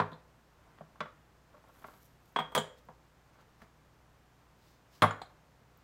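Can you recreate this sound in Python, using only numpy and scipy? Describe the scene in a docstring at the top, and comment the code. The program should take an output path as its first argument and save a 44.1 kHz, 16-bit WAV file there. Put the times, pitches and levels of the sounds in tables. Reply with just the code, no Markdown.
"""Seasoning guacamole at a kitchen counter

A small lidded salt cellar is set down, opened, pinched from and closed with a clink; salt patters
on the food as a stream of tiny impacts. Later a hard knock shakes the counter and the spoon rattles
in the glass mixing bowl. Each blow excites damped modes of the countertop and the hollow cabinet
below. Hands slide and bangles tick in a small reverberant kitchen with a faint appliance hum."""
import sys
import numpy as np
from scipy import signal
from scipy.fft import rfft, irfft, next_fast_len
from scipy.io import wavfile
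from scipy.ndimage import uniform_filter1d

SR = 44100
rng = np.random.default_rng(int(sys.argv[2]) if len(sys.argv) > 2 else 0)


def persist_wave(psi):
    """Save psi, clipped to +-1, as 16-bit WAV."""
    counts = np.round(np.clip(psi, -1, 1) * 32767).astype(np.int16)
    wavfile.write(sys.argv[1], SR, np.atleast_2d(counts).T)


N = 257367
TIME = np.arange(N) / SR
AGE = TIME[:SR * 3 // 5]   # time since a blow, in s


def from_db(db):
    """Amplitude ratio of a level in decibels."""
    return 10 ** (np.asarray(db) / 20)


def at_hz(points, hz):
    """Interpolation on a logarithmic frequency axis."""
    f, value = np.transpose(points)
    return np.interp(np.log(np.maximum(hz, 1)), np.log(f), value)


def add(track, s, sound):
    """Superposition: a sound joins the track at s seconds."""
    start = max(round(s * SR), 0)
    track[start:start + len(sound)] += sound[:N - start]


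def low_pass(x, hz):
    """Second-order Butterworth low-pass."""
    return signal.sosfilt(signal.butter(2, min(hz, .45 * SR), fs=SR, output="sos"), x + 1e-18)


def high_pass(x, hz):
    """Fourth-order Butterworth high-pass."""
    return signal.sosfilt(signal.butter(4, hz, "high", fs=SR, output="sos"), x + 1e-18)


def coloured(source, spectrum):
    """Spectral shaping of a steady source, scaled to unit rms."""
    size = next_fast_len(len(source))
    gain = from_db(at_hz(spectrum, np.fft.rfftfreq(size, 1 / SR)))
    out = irfft(rfft(source, size) * gain, size)[:len(source)]
    return out / np.std(out)


def decay(t60):
    """Exponential damping: 60 dB are lost in t60 seconds."""
    return np.exp(-np.log(1000) * AGE / max(t60, 1e-3))


def burst(spectrum, t60):
    """Modal overlap: many modes of even strength merge into one decaying noise."""
    modes = rfft(rng.standard_normal(len(AGE)) * decay(t60))
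    even = modes / np.sqrt(uniform_filter1d(abs(modes) ** 2, size=120))
    gain = from_db(at_hz(spectrum, np.fft.rfftfreq(len(AGE), 1 / SR)))
    out = irfft(even * gain, len(AGE)) * (AGE < 2 * t60)
    return out * np.sqrt(np.sum(decay(t60) ** 2) / np.sum(out ** 2))


def ring(modes, chatter=0, weight_db=lambda hz: 0, build_cycles=.01):
    """Free vibration as a sum of damped modes; contact chatter widens each line to chatter * f."""
    out = 0
    for k, (hz, db, t60) in enumerate(modes):
        phase = 2 * np.pi * hz * AGE
        if chatter:
            phase_walk = np.cumsum(rng.standard_normal(len(AGE))) * np.sqrt(2 * np.pi * chatter * hz / SR)
            phase = phase + uniform_filter1d(phase_walk, size=40)
        strength = from_db(db + weight_db(hz) + rng.standard_normal())   # no two blows are alike
        onset = 1 - np.exp(-AGE * hz / build_cycles)
        out = out + (-1) ** k * strength * np.sin(phase) * decay(t60) * onset
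    return out


def grains(per_s, spread_db):
    """Shot noise: impulses of uneven size at random instants."""
    impulses = (rng.random(N) < per_s / SR) * rng.standard_normal(N)
    return impulses * from_db(spread_db * np.minimum(rng.exponential(1, N), 4))


def swells(rows):
    """Gaussian envelopes, each with a centre time, a peak level and a width (standard deviation)."""
    return sum(from_db(db) * np.exp(-.5 * ((TIME - s) / width) ** 2) for s, db, width in rows)


# spectrum of the room's air: f/Hz, level/dB
AIR_SPECTRUM = [(25, -20.5), (45, -6), (68, -9.5), (90, -5), (160, -9.5), (250, -11), (400, -14),
                (1000, -15), (1550, -18.5), (2300, -24), (4000, -29.5), (7000, -32.5), (10500, -39.5),
                (14500, -37), (16000, -44.5)]
# appliance tones: f/Hz, rms level/dB
HUM_TONES = [(60, -71.5), (120, -74), (154, -75.5)]


def room_tone(waver_rad=0.4, air_db=-65.5):
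    """Background noise: broadband air and an appliance hum with slight random phase modulation."""
    hum = 0
    for hz, db in HUM_TONES:
        wander = coloured(rng.standard_normal(N), [(3, 0), (12, -25), (60, -90)])
        hum = hum + from_db(db) * np.sqrt(2) * np.sin(2 * np.pi * hz * TIME + waver_rad * wander)
    return hum + from_db(air_db) * coloured(rng.standard_normal(N), AIR_SPECTRUM)


# reverberation time of the kitchen: f/Hz, T60/s
REVERB_TIMES = [(100, 0.06), (500, 0.54), (1200, 0.43), (3500, 0.283), (8000, 0.33), (15000, 0.15)]
# energy that the kitchen returns: f/Hz, level/dB
REVERB_LEVELS = [(100, -11), (300, -6), (600, -12), (1000, -13), (1500, -10), (2200, -7), (3300, -8.5),
                 (8000, -11), (15000, -13)]
# reflections from splashback, ceiling and wall units: delay/s, level/dB
EARLY_REFLECTIONS = [(.0043, -18), (0.0117, -14), (0.017, -15.5)]


def kitchen(direct, build_s=0.0044):
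    """Reverberation: early reflections and a diffuse tail that decays at its own rate in each band."""
    white = rfft(rng.standard_normal(len(AGE)))
    freqs = np.fft.rfftfreq(len(AGE), 1 / SR)
    edges = np.geomspace(40, 20000, 28)
    onset = 1 - np.exp(-(AGE / build_s) ** 2)
    tail = 0
    for low, high in zip(edges, edges[1:]):
        hz = np.sqrt(low * high)
        band = irfft(white * ((freqs >= low) & (freqs < high)), len(AGE))
        band = band * decay(at_hz(REVERB_TIMES, hz)) * onset
        unit_gain = np.sqrt(2 * (high - low) / SR / np.sum(band ** 2))
        tail = tail + from_db(at_hz(REVERB_LEVELS, hz)) * band * unit_gain
    out = direct + signal.fftconvolve(direct, tail)[:N]
    scattered = low_pass(direct, hz=2180)   # clutter breaks up the treble of the early reflections
    for delay, db in EARLY_REFLECTIONS:
        add(out, delay, from_db(db) * scattered)
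    return out


# hands and cellar sliding on the counter: t/s, level/dB, width/s
SLIDE_STROKES = [(0.73, -68.5, 0.15), (0.79, -67, 0.011), (1.58, -67.5, 0.077), (1.69, -73, 0.012),
                 (1.76, -69, 0.015), (1.828, -68.5, 0.0067), (1.9, -63.5, 0.072), (3.41, -67.5, 0.088),
                 (3.63, -63.5, 0.024), (4.93, -73, 0.098)]
# spectrum of sliding: f/Hz, level/dB
SLIDE_SPECTRUM = [(200, 1), (600, 1.5), (1200, 4), (2200, -8.5), (4000, -16), (12000, -56)]
# fingers and sleeve brushing: t/s, level/dB, width/s
BRUSH_STROKES = [(2.785, -68.5, 0.01), (3.343, -76.5, 0.0071), (3.414, -72, 0.0079), (3.62, -73, 0.019),
                 (4.68, -71, 0.06), (4.959, -66, 0.033)]


def hands():
    """Friction noise: many tiny contacts make dull slides and brief bright brushes."""
    sliding = coloured(grains(per_s=7000, spread_db=5.0), SLIDE_SPECTRUM)
    brush_spectrum = [(1500, -2.5), (5000, 2.5), (9500, -10.5), (13500, -6.5)]
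    brushing = coloured(grains(per_s=12000, spread_db=-3.0), brush_spectrum)
    return swells(SLIDE_STROKES) * sliding + swells(BRUSH_STROKES) * brushing


# bangles touching on the wrist: t/s, level/dB
BANGLE_TOUCHES = [(2.323, -67), (2.851, -69), (5.772, -61)]
# spectrum of a tick: f/Hz, level/dB
BANGLE_SPECTRUM = [(7000, -36), (13500, 0), (16000, -4)]


def bangles():
    """Light impacts between thin metal bangles excite high, quickly damped modes."""
    out = np.zeros(N)
    for s, db in BANGLE_TOUCHES:
        add(out, s, from_db(db) * burst(BANGLE_SPECTRUM, t60=0.027))
    return out


# fingers rubbing salt out over the bowl at full flow: t/s, duration/s, level/dB
SALT_PINCHES = [(1.575, .015, -90), (1.79, 0.25, -72.5), (2.265, .03, -82.5)]
# clumps let go at once: t/s, level/dB, width/s
SALT_SPURTS = [(1.688, -83, .004), (1.755, -83, .008), (1.875, -76, 0.0066), (2.028, -77, 0.0043),
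               (2.055, -76, .007), (2.258, -74, 0.0024), (2.285, -81, 0.011)]
# spectrum of the crystals: f/Hz, level/dB
SALT_SPECTRUM = [(800, -2), (1400, -45), (3000, 3.5), (6000, 4.5), (10000, 2), (13000, 10), (16000, 0)]


def salt(gain_db=1, rise_db_per_s=127, fall_db_per_s=137):
    """Granular flow: crystals grind between the fingers and patter on the food as shot noise."""
    flow = swells(SALT_SPURTS)
    for s, hold_s, db in SALT_PINCHES:
        before = np.maximum(s - TIME, 0)   # the flow builds as the fingers loosen
        after = np.maximum(TIME - s - hold_s, 0)   # then trickles out
        flow = flow + from_db(db - rise_db_per_s * before - fall_db_per_s * after)
    crystals = grains(per_s=5000, spread_db=2.5)
    return from_db(gain_db) * flow * coloured(crystals, SALT_SPECTRUM)


# bright modes of the cellar lid, spoon and glassware: f/Hz, level/dB, T60/s
GLASS_MODES = [(3030, -2, .04), (3180, 0, .04), (3346, -1, .07), (3540, -4, .06), (3780, -3, .05),
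               (4110, -2, .06), (4500, -6, .04), (4750, -7, .045), (6950, 0.5, .04), (7460, -5, 0.045),
               (8040, -6, 0.07), (8650, -8, .07), (10620, 0, .15), (10900, -3, .06), (13150, -4, .06)]
# cellar lid, spoon and glassware clinking: t/s, level/dB, favoured f/Hz, fall-off/(dB per octave)
GLASS_CONTACTS = [(0.000, -46, 3970, 30), (0.117, -57, 3700, 50), (0.13, -48.5, 3900, 64),
                  (2.55, -45, 10620, 90), (2.576, -27, 3180, 40), (2.5793, -32, 7700, 52),
                  (2.585, -37, 7200, 34), (5.02, -27.5, 3300, 30.5), (5.022, -40, 10620, 90),
                  (5.109, -47, 6950, 90), (5.108, -46, 3000, 60), (5.217, -46, 4280, 23),
                  (5.218, -52.5, 8070, 70), (5.258, -56.5, 4200, 60)]
CHATTER = .007   # glass buzzing against what it touches: line width as a fraction of frequency


def glass_clinks():
    """Selective excitation: each contact drives mainly the glass modes near one frequency."""
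    out = np.zeros(N)
    for s, db, favoured_hz, falloff_db in GLASS_CONTACTS:
        clink = ring(GLASS_MODES, CHATTER, lambda hz: -falloff_db * abs(np.log2(hz / favoured_hz)))
        add(out, s, from_db(db) * clink)
    return out


# modes of the salt cellar: f/Hz, level/dB, T60/s
CELLAR_MODES = [(3130, -16, .06), (3240, -14, .12), (3274, 0, .19), (3296, -12, .28), (3450, -21, .07),
                (3535, -17, .1), (5150, -16, .02), (6850, -25, .08), (8210, -17, .14), (11690, -32, .15),
                (14560, -21, .12), (15550, -33, .12)]
# cellar meeting lid or counter: t/s, level/dB, tilt/(dB per octave), main mode f/Hz, T60 factor
CELLAR_CONTACTS = [(1.008, -37, -14, 3335, 0.17), (2.361, -32, -8, 3274, 0.97),
                   (2.388, -34.5, -2.5, 3267, 0.69), (2.394, -35.5, -2, 3274, 0.5),
                   (2.401, -45, -12, 3310, 0.64), (2.519, -57, 5, 3250, 0.8), (2.550, -28.5, 4, 3293, 0.8),
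                   (2.579, -38.5, -3, 3247, 1.2), (5.023, -31.5, 3.5, 3280, .6)]


def cellar_clinks():
    """Damped vibration of the cellar: a sharper touch lifts its upper modes, a firm grip damps it."""
    out = np.zeros(N)
    main_hz = max(CELLAR_MODES, key=lambda mode: mode[1])[0]
    for s, db, tilt_db, pitch_hz, t60_factor in CELLAR_CONTACTS:
        held = [(hz * pitch_hz / main_hz, level, t60 * t60_factor) for hz, level, t60 in CELLAR_MODES]
        clink = ring(held, CHATTER, lambda hz: tilt_db * np.log2(hz / pitch_hz))
        add(out, s, from_db(db) * clink)
    return out


# modes of the hollow cabinet: f/Hz, level/dB, T60/s
CABINET_MODES = [(103.9, 3.5, 0.27), (158.8, 1, 0.22), (217.3, -4.5, 0.14), (252, -9.5, 0.1),
                 (340, -0.5, 0.031), (417.7, -6.5, 0.13)]


def cabinet_boom(lowest_hz, falloff_db_per_octave=45):
    """Resonance of the cabinet under the counter; modes below lowest_hz are only weakly driven."""
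    return ring(CABINET_MODES, build_cycles=1.32,
                weight_db=lambda hz: -falloff_db_per_octave * max(np.log2(lowest_hz / hz), 0))


# modes of the counter and its nook, struck by the bowl, the cellar or the lid: f/Hz, level/dB, T60/s
MODES_AT_BOWL = [(420, -14, 0.15), (458, -12, 0.23), (511, -12, 0.32), (565, -9, 0.24), (602, -2, 0.11),
                 (700, -8, 0.26), (759, -8, 0.2), (834, -12, 0.25), (896, -4, 0.1), (1007, -15, 0.3),
                 (1059, 0, 0.16), (1100, -8, 0.22), (1161, -4, 0.11), (1223, -1.5, 0.21), (1279, -3, 0.13),
                 (1351, -12, 0.26), (1464, -12, 0.22), (1520, -11, 0.12), (1583, -9, 0.22),
                 (1670, -10, 0.18), (1804, -6, 0.13), (1958, -18, 0.22), (2196, -21, 0.22),
                 (2562, -24, 0.21)]
MODES_AT_CELLAR = [(415, -6, 0.23), (495, -6, 0.19), (513, -16, 0.44), (635, -15, 0.33), (673, -9, 0.2),
                   (755, -14, 0.3), (898, -14, 0.4), (953, 0, 0.16), (1034, -4, 0.22), (1120, -9, 0.24),
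                   (1190, -2, 0.14), (1238, -6, 0.14), (1416, -14, 0.24), (1518, -20, 0.28),
                   (1583, -22, 0.31), (1658, -15, 0.22), (1850, -18, 0.24)]
MODES_AT_LID = [(470, -12, 0.18), (517, -18, 0.41), (598, -5, 0.21), (904, -15, 0.23), (1070, -1, 0.09),
                (1125, 2, 0.08), (1152, -12, 0.31), (1249, -17, 0.38), (1360, -2, 0.14), (1405, -5, 0.2),
                (1540, -7, 0.12), (1669, -5, 0.087), (2003, -14, 0.17), (2159, -20, 0.22), (2350, -9, 0.06)]


def counter_ring(spot, contact_hz):
    """The point of excitation decides which modes of the counter and its nook ring on."""
    modes = {"bowl": MODES_AT_BOWL, "cellar": MODES_AT_CELLAR, "lid": MODES_AT_LID}[spot]
    return low_pass(ring(modes, build_cycles=1.8), contact_hz)


# spectrum of hard contact, raised where the glass has clusters of modes: f/Hz, level/dB
CRACK_SPECTRUM = [(500, -10), (2000, 8), (2750, -0.5), (3500, 5), (5000, 0), (7500, -1), (8250, -5.5),
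                  (9200, -1.5), (10200, -7.5), (10650, 2), (11300, -2), (12200, -11), (13600, -8),
                  (14600, -2.5), (15100, -18), (15600, -6)]


def contact_crack():
    """Hard contact is a broadband transient: a snap at first touch, then a short buzz."""
    snap = from_db(5) * burst(CRACK_SPECTRUM, t60=0.02)
    buzz = burst(CRACK_SPECTRUM, t60=0.09)
    return snap + buzz


# spectrum of the countertop's dense, short-lived modes: f/Hz, level/dB
THUD_SPECTRUM = [(50, -28), (110, -25), (200, 3), (350, -5), (600, 3), (1000, 6), (1500, -0.5), (2200, -3),
                 (2750, -8.5), (3400, -7), (5000, -13), (9000, -17), (16000, -60.5)]


def counter_thud(pitch_hz, contact_hz):
    """Elastic impact: the object springs on the countertop; a softer contact is slower and duller."""
    spring = from_db(3) * np.sin(2 * np.pi * pitch_hz * AGE) * decay(t60=0.02)
    dense_modes = from_db(-2) * burst(THUD_SPECTRUM, t60=0.04)
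    onset = 1 - np.exp(-AGE * contact_hz)
    return low_pass((spring + dense_modes) * onset, contact_hz)


# bass limit of a blow: boom level/dB, lowest f/Hz
BASS_LIMIT = [(-35, 134), (-26, 99)]
# blows on the countertop (the row at 5.025 s is a duller echo of the hard knock, 4 ms later): t/s, spot struck,
# thud level/dB, thud f/Hz, contact cut-off f/Hz, ring level/dB, boom level/dB, crack level/dB
BLOWS = [(0.000, "cellar", -15.5, 1005, 1790, -30, -30.5, -56),
         (0.018, "cellar", -27.5, 1090, 1670, -68, -57, -88),
         (0.119, "cellar", -45, 694, 1800, -51.5, -45, -72), (0.808, "lid", -36, 610, 890, -56, -50.5, -88),
         (0.957, "lid", -50.5, 1110, 1400, -66, -84, -85), (1.005, "lid", -27, 1247, 3960, -37, -48, -71),
         (1.009, "lid", -42.5, 505, 2500, -71, -41.5, -84), (1.057, "lid", -41, 1430, 2000, -54, -63, -90),
         (1.541, "lid", -51, 586, 644, -49, -80, -85), (1.640, "lid", -53, 855, 1100, -65, -80, -92),
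         (1.692, "lid", -49.5, 930, 1100, -61, -84, -92),
         (1.8418, "lid", -40.5, 1280, 2120, -51.5, -71, -90), (1.846, "lid", -38, 640, 900, -66, -60, -90),
         (1.884, "lid", -48.5, 1020, 1700, -56, -81, -88),
         (2.361, "cellar", -17.5, 962, 2300, -38, -62, -70),
         (2.388, "cellar", -24.5, 1010, 2600, -36.5, -43.5, -71),
         (2.401, "cellar", -26.5, 990, 2200, -36, -46, -76),
         (2.521, "cellar", -41.5, 910, 1300, -52.5, -94, -72),
         (2.5498, "cellar", -19.5, 1050, 3000, -35, -41.5, -34),
         (2.562, "cellar", -26, 1100, 4000, -30.5, -37.5, -48),
         (2.572, "cellar", -29, 606, 1110, -44, -46, -71),
         (2.5769, "cellar", -21, 490, 1800, -34, -33, -42.5),
         (2.886, "cellar", -37.5, 1010, 1070, -53.5, -53.5, -80),
         (3.618, "cellar", -50, 1714, 6000, -66, -54.5, -70.5),
         (5.0206, "bowl", -11.5, 1128, 3500, -24.5, -25, -40),
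         (5.025, "bowl", -15, 714, 1300, -43.5, -43, -46.5),
         (5.0351, "bowl", -18.5, 1470, 1800, -40.5, -46.5, -60),
         (5.0385, "bowl", -10.5, 1160, 1550, -45, -37.5, -50),
         (5.108, "bowl", -29, 1400, 2000, -71, -65, -66), (5.216, "bowl", -34, 759, 1600, -56, -59, -66)]


def knocks():
    """Impulse response of the counter: returns the impacts and the resonances that they leave."""
    impacts, resonances = np.zeros(N), np.zeros(N)
    for s, spot, thud_db, pitch_hz, contact_hz, ring_db, boom_db, crack_db in BLOWS:
        lowest_hz = np.interp(boom_db, *np.transpose(BASS_LIMIT))   # only heavy blows drive deep modes
        thud = high_pass(counter_thud(pitch_hz, contact_hz), lowest_hz)
        add(impacts, s, from_db(thud_db) * thud)
        add(impacts, s, from_db(crack_db) * contact_crack())
        add(resonances, s, from_db(ring_db) * counter_ring(spot, contact_hz))
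        add(resonances, s, from_db(boom_db) * cabinet_boom(lowest_hz))
    return impacts, resonances


def scene():
    """Superposition: the contact sounds reverberate; resonances and room tone add to them."""
    impacts, resonances = knocks()
    direct = impacts + cellar_clinks() + glass_clinks() + salt() + hands() + bangles()
    return (kitchen(direct) + resonances + room_tone())[None]


def record(dry):
    """Band limiting: a steep elliptic low-pass removes the highest treble."""
    cutoff_hz = 15800
    return signal.sosfilt(signal.ellip(10, .2, 70, cutoff_hz, fs=SR, output="sos"), dry)


dry = scene()
out = record(dry)
persist_wave(out)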